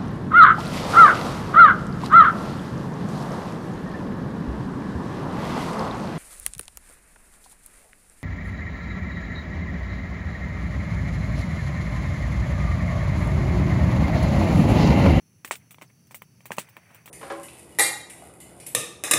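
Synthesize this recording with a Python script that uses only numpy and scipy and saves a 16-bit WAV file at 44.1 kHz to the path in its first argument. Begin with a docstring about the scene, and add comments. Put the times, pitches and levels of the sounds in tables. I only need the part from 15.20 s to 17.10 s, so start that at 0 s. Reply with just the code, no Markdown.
"""A small wood fire, close to the microphone, under a grill of sticks at a forest camp at night.
Pockets in the wood burst: a pressure thump, a puff of gas, a short woody ring and a bright snap,
scattered back by leaves and brush. The flames rumble softly; two faint rustles pass, and steam
escapes after the later big pops.
Far off in the forest, insects trill, chirp and hold thin notes over a faint hiss."""
import sys
import numpy as np
from scipy import signal
from scipy.fft import rfft, irfft
from scipy.io import wavfile
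from scipy.ndimage import uniform_filter1d

SR = 44100
rng = np.random.default_rng(int(sys.argv[2]) if len(sys.argv) > 2 else 0)


def waveform_to_disk(signal):
    """Save audio, clipped to [-1, 1], as 16-bit WAV at the path in sys.argv[1]."""
    frames = np.transpose(np.atleast_2d(signal))
    scaled = np.clip(frames, -1, 1) * 32767
    samples = np.round(scaled).astype(np.int16)
    wavfile.write(sys.argv[1], SR, samples)


N = 83790

# Rumble of the flames: frequency_hz, relative_db
FLAME_SPECTRUM = [(20, -43), (45, -30), (62, -26.5), (85, -4.5), (120, 3), (170, -0.5), (250, -9),
                  (400, -18), (700, -25.5), (1500, -28.5), (2800, -26.5), (3400, -36.5), (16000, -32)]
# Slow swell of the flames: time_s, gain_db
FLAME_SWELL = [(0, -3), (.3, -2), (.7, -1), (1.1, -1), (1.4, -1), (1.6, -2.5), (1.9, -0.5)]
# Background hiss: frequency_hz, relative_db
AIR_SPECTRUM = [(100, 3), (3500, 4), (7800, 4.5), (9000, 10), (12000, -14.5), (13500, -3), (15500, 6.5),
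                (16500, 12)]
# Distant trilling insects: pitch_hz, width_hz, level_db, pulse_rate_hz
INSECT_TRILLS = [(5440, 110, -80.5, 140), (5990, 280, -72, 99), (9800, 390, -84.5, 94),
                 (10350, 430, -76.5, 80)]
# Distant held insect notes: start_s, length_s, pitch_hz, level_db
INSECT_NOTES = [(-.05, .17, 4390, -79.5), (.1, .55, 4490, -83), (0.597, 1.35, 4560, -77.5)]
# Bursting pockets in the wood; sizzle is a treble shelf applied on top of snap and scatter:
# start_s, thump_db, thump_hz, puff_db, ring_db, ring_hz, snap_db, scatter_db,
# scatter_tilt_db_per_octave, sizzle_db
WOOD_POPS = [(0.2472, -37.0, 1010.0, -59, -35, 1980, -38, -43.0, 1.5, -1),
             (0.2763, -60, 1090.0, -76, -48, 2100, -51.0, -53, 1, 20),
             (0.3103, -24.5, 1070, -40.5, -28, 2116, -31.5, -30, 1.6, -15),
             (0.3547, -62, 950.0, -69.0, -42.0, 2620, -44, -51, 3, 3),
             (0.508, -61, 950, -79, -50.0, 2360, -51.5, -51.5, 1.5, 6),
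             (0.5445, -60.5, 980.0, -65, -51.0, 2400, -62, -65, 0, 12),
             (0.584, -49, 815, -50.5, -54.5, 2300, -73, -63.5, -5, 2),
             (0.6134, -52, 965, -57, -47.5, 2350, -60, -51.5, -6.5, 12.0),
             (0.62, -45.5, 960, -63.0, -48.0, 2400, -49.0, -50.5, -2.5, 2.5),
             (0.8694, -86, 930, -98.0, -84, 2500, -65, -70, 0.9, 6),
             (0.9096, -49.5, 830, -54, -53, 2130, -56.0, -54.5, -0.5, 2),
             (0.9449, -45.0, 884, -53.5, -39.5, 2236, -43.5, -45, 2.5, 5),
             (1.0197, -44.5, 930, -51, -42.5, 2124, -57.5, -58, -2.0, 25),
             (1.206, -58.5, 590.0, -80, -55.5, 2340, -65, -67, 1, -5.0),
             (1.256, -48, 750, -70, -45.5, 2180, -49, -50, 0.5, 15),
             (1.3064, -30.5, 685, -35.5, -44, 2320, -60, -45.5, -5.5, 10),
             (1.3183, -34.0, 920, -49.0, -30.5, 1950.0, -37, -42.5, 0.2, 0),
             (1.3668, -64, 1020.0, -70, -53.0, 2110, -54, -55.5, 2, 16),
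             (1.378, -46, 752, -49.5, -60, 2480, -69.0, -50, -11, 13.0),
             (1.383, -25.0, 770, -31.5, -30.5, 2400, -31.5, -32.5, 1.8, -9.5),
             (1.487, -56.5, 920, -76, -54, 2290, -71, -60.5, 2.5, 15),
             (1.5671, -48.5, 980.0, -59, -42.5, 2060, -60, -55, -4.9, 24),
             (1.705, -57.5, 1090, -64, -60, 2090, -69, -57.5, -5.5, 9),
             (1.7459, -60.0, 785, -77, -56.0, 2360, -56, -54, -1.5, 23),
             (1.858, -54, 740, -71, -51.5, 2570, -54, -51.5, 0.5, 19),
             (1.877, -50, 1060, -58.5, -46.5, 2290, -66, -51.5, -0.6, 1)]
# Echoes of the thump off sticks and stones close by: delay_s, gain
NEAR_ECHOES = [(.0009, 0.22), (.0019, .16), (.0027, -.15)]
# Modes of the burning wood: pitch_ratio, relative_db, t60_s
WOOD_MODES = [(.12, -13, 0.022), (.24, -11, 0.012), (.5, -10.5, 0.023), (.86, -3, 0.021), (0.998, 5, 0.012),
              (1.168, -1.5, 0.0092), (1.38, -5.5, 0.019), (1.62, -14.5, 0.014)]
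# Tearing fibres: frequency_hz, relative_db
SNAP_SPECTRUM = [(1000, -13), (3000, 5), (4000, -2.5), (5000, -2.5), (6200, 1.5), (7600, 4.5), (9500, -3),
                 (12500, -9), (15200, -4.5), (16500, -2)]
# Echoes from the brush around the camp: frequency_hz, relative_db
SCATTER_SPECTRUM = [(80, -45), (200, 2), (700, 0.5), (1150, -0.5), (1550, -1), (2300, 1.5), (3400, -3.5),
                    (4900, -10.5), (6400, -9), (8300, 0.5), (10500, -6), (13000, -10.5), (15200, 1.5),
                    (16500, -16)]
# Rustles and steam hiss: frequency_hz, relative_db
RUSTLE_STEAM_SPECTRUM = [(100, -70), (400, -2), (700, 1.5), (900, -1), (1100, -2.5), (1650, 0), (2000, 3.5),
                         (2200, 3), (2430, 3.5), (2900, -7), (4000, -17), (6500, -35), (8500, -11.5),
                         (12000, -26), (16000, -12.5)]
# Two brief rustles, then the lasting steam: time_s, level_db
RUSTLE_STEAM_LEVEL = [(.36, -83), (.41, -64), (.47, -71), (.54, -92), (.68, -89), (.703, -59), (.74, -106),
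                      (1.33, -64.5), (1.4, -59), (1.5, -60), (1.6, -60.5), (1.72, -58), (1.82, -60.5),
                      (1.9, -79)]
# One distant chirping insect: start_s, level_db
INSECT_CHIRPS = [(0.666, -74), (0.825, -78), (0.869, -74), (.913, -72), (1.113, -75), (1.154, -72.5),
                 (1.199, -76), (1.44, -71), (1.485, -71)]


def amp(db):
    return 10 ** (np.asarray(db) / 20)


def unit(x):
    """Scales to an rms of one."""
    return x / np.sqrt(np.mean(x ** 2) + 1e-20)


def burst(x, length_s=.005):
    """Scales a short sound to the energy of length_s at an rms of one."""
    return x / np.sqrt(np.sum(x ** 2) / (length_s * SR) + 1e-20)


def add(mix, start_s, sound):
    """Mixes a sound in at a time."""
    part = mix[max(round(start_s * SR), 0):][:len(sound)]
    part += sound[:len(part)]


def noise(spectrum, size, tilt=0):
    """Noise with a given spectrum, tilted in dB per octave above about 1 kHz."""
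    octave = np.log2(np.fft.rfftfreq(size, 1 / SR) + 1)
    hz, db = np.transpose(spectrum)
    shape_db = np.interp(octave, np.log2(hz), db) + tilt * np.maximum(octave - 10, 0)
    return unit(irfft(rfft(rng.standard_normal(size)) * amp(shape_db), size))


def drift(rate_hz):
    """Smooth random wander with an rms of one."""
    hz = np.fft.rfftfreq(N, 1 / SR)
    return unit(irfft(rfft(rng.standard_normal(N)) * np.exp(-(hz / rate_hz) ** 2), N))


def level(points):
    """Gain along a curve of time_s, level_db."""
    return amp(np.interp(np.arange(N) / SR, *np.transpose(points)))


def flames():
    """The flames, close by: a soft low rumble that swells a little."""
    return amp(-57.5) * noise(FLAME_SPECTRUM, N) * level(FLAME_SWELL)


def night_air():
    """A faint steady hiss behind the camp."""
    return amp(-76) * noise(AIR_SPECTRUM, N)


def insect_trills(pulse_depth=.16):
    """A far chorus: each trill is a narrow band of noise, pulsing slightly unevenly."""
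    t, hz = np.arange(N) / SR, np.fft.rfftfreq(N, 1 / SR)
    out = np.zeros(N)
    for pitch_hz, width_hz, db, rate_hz in INSECT_TRILLS:
        band = np.exp(-.5 * ((hz - pitch_hz) / width_hz) ** 2)
        buzz = irfft(rfft(rng.standard_normal(N)) * band, N)
        pulses = 1 + pulse_depth * np.sin(2 * np.pi * rate_hz * t + drift(rate_hz=8.9))
        out += amp(db) * unit(buzz * pulses)
    return out


def insect_notes(waver_hz=89.4, fade_s=.03):
    """Far insects hold thin notes that waver in pitch and level."""
    t, out = np.arange(N) / SR, np.zeros(N)
    for start_s, length_s, pitch_hz, db in INSECT_NOTES:
        gate = np.clip(np.minimum(t - start_s, start_s + length_s - t) / fade_s, 0, 1)
        tone = np.sin(2 * np.pi * np.cumsum(pitch_hz + waver_hz * drift(rate_hz=180)) / SR)
        flicker = 1 + .26 * drift(rate_hz=92)
        out += amp(db) * gate * unit(tone * flicker)
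    return out


def thump(t, hz, trough_s=.00048):
    """One push-pull-push of pressure and its echoes off nearby sticks and stones."""
    def pulse(delay_s):
        u = (np.pi * hz * (t - trough_s - delay_s)) ** 2
        return (2 * u - 1) * np.exp(-u)
    return burst(pulse(0) + sum(gain * pulse(delay_s) for delay_s, gain in NEAR_ECHOES))


def puff(t, pitch_hz=180.5, rise_s=.006, t60_s=.021):
    """The freed gas gives the fire bed a short low push."""
    envelope = (1 - np.exp(-t / rise_s)) * amp(-60 * t / t60_s)
    return burst(np.gradient(np.sin(2 * np.pi * pitch_hz * t) * envelope))


def ring(t, pitch_hz, detune=.046, delay_s=.00035, rise_s=.00028):
    """The split wood rings in heavily damped modes, tuned a little differently at each pop."""
    age, out = np.maximum(t - delay_s, 0), 0
    for ratio, db, t60_s in WOOD_MODES:
        hz = pitch_hz * ratio * (1 + detune * rng.standard_normal())
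        envelope = (1 - np.exp(-age / rise_s)) * amp(db - 60 * age / t60_s)
        swing = envelope * np.sin(2 * np.pi * (hz * age + rng.random()))
        out = out + np.gradient(swing) / hz
    return burst(out)


def snap(t, rise_s=.00086, t60_s=.011):
    """Fibres tear in a bright burst of a few milliseconds."""
    envelope = (1 - np.exp(-(t / rise_s) ** 2)) * amp(-60 * t / t60_s)
    return burst(noise(SNAP_SPECTRUM, len(t)) * envelope)


def sizzle(x, db, corner_hz=11700, width_hz=1800):
    """The share of the finest cracks: a shelf that lifts or lowers the highest treble."""
    hz = np.fft.rfftfreq(len(x), 1 / SR)
    shelf = .5 + .5 * np.tanh((hz - corner_hz) / (2 * width_hz))
    return irfft(rfft(x) * amp(db * shelf), len(x))


def scatter(t, db, tilt, rise_s=.0035, grain_db=2):
    """Countless small echoes reach the microphone from leaves, sticks and ground."""
    # A louder pop is heard from farther brush, so its tail lasts longer.
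    reference_db, doubling_db = -38, 54.5
    t60_s = .097 * 2 ** ((db - reference_db) / doubling_db)
    roughness = unit(uniform_filter1d(rng.standard_normal(len(t)), size=30))
    grain = unit(amp(grain_db * roughness))
    envelope = (1 - np.exp(-(t / rise_s) ** 2)) * amp(-60 * (t / t60_s) ** 1.25)
    early_rms = np.sqrt(np.mean(envelope[:len(t) // 10] ** 2))
    return amp(db) * noise(SCATTER_SPECTRUM, len(t), tilt) * grain * envelope / early_rms


def pops(lead_s=.001, length_s=.149, echo_sizzle_cap_db=6.5):
    """Pockets burst close to the microphone, each its own mix of woody knock and bright crack."""
    out, t = np.zeros(N), np.arange(-lead_s, length_s, 1 / SR)
    age = np.maximum(t, 0)
    for (start_s, thump_db, thump_hz, puff_db, ring_db, ring_hz,
         snap_db, scatter_db, tilt, sizzle_db) in WOOD_POPS:
        push = amp(thump_db) * thump(t, thump_hz) + amp(puff_db) * puff(age)
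        knock = amp(ring_db) * ring(age, ring_hz)
        crack = sizzle(amp(snap_db) * snap(age), sizzle_db)
        echoes = sizzle(scatter(age, scatter_db, tilt), min(sizzle_db, echo_sizzle_cap_db))
        add(out, start_s - lead_s, push + knock + crack + echoes)
    return out


def rustles_and_steam(sputter_db=2):
    """Two brief faint rustles, then a lasting, sputtering hiss of steam."""
    hiss = noise(RUSTLE_STEAM_SPECTRUM, N)
    sputter = amp(sputter_db * drift(rate_hz=30))
    return unit(hiss * sputter) * level(RUSTLE_STEAM_LEVEL)


def insect_chirps(length_s=.0252, top_hz=5600, fall_hz=840, roughness=.45):
    """One far insect gives short, rough chirps that slide downwards."""
    progress = np.arange(0, length_s, 1 / SR) / length_s
    tone = np.sin(2 * np.pi * np.cumsum(top_hz - fall_hz * progress) / SR)
    chirp = unit(np.sin(np.pi * progress) ** 2 * tone)
    out = np.zeros(N)
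    for start_s, db in INSECT_CHIRPS:
        add(out, start_s, amp(db) * chirp)
    return out * (1 + roughness * drift(rate_hz=300))


def scene():
    """One microphone at the camp: fire in front, the night forest behind."""
    near = pops() + flames() + rustles_and_steam()
    forest = insect_trills() + insect_chirps() + insect_notes() + night_air()
    return (near + forest)[None]


def record(dry, low_cut_hz=18.3, band_limit_hz=15850):
    """The microphone's bass roll-off and the recorder's band limit."""
    microphone = signal.lfilter(*signal.butter(1, low_cut_hz, "highpass", fs=SR), dry)
    lowpass = signal.firwin(511, band_limit_hz, window=("kaiser", 9), fs=SR)
    return signal.oaconvolve(microphone, lowpass[None], "same")


dry = scene()
out = record(dry)
waveform_to_disk(out)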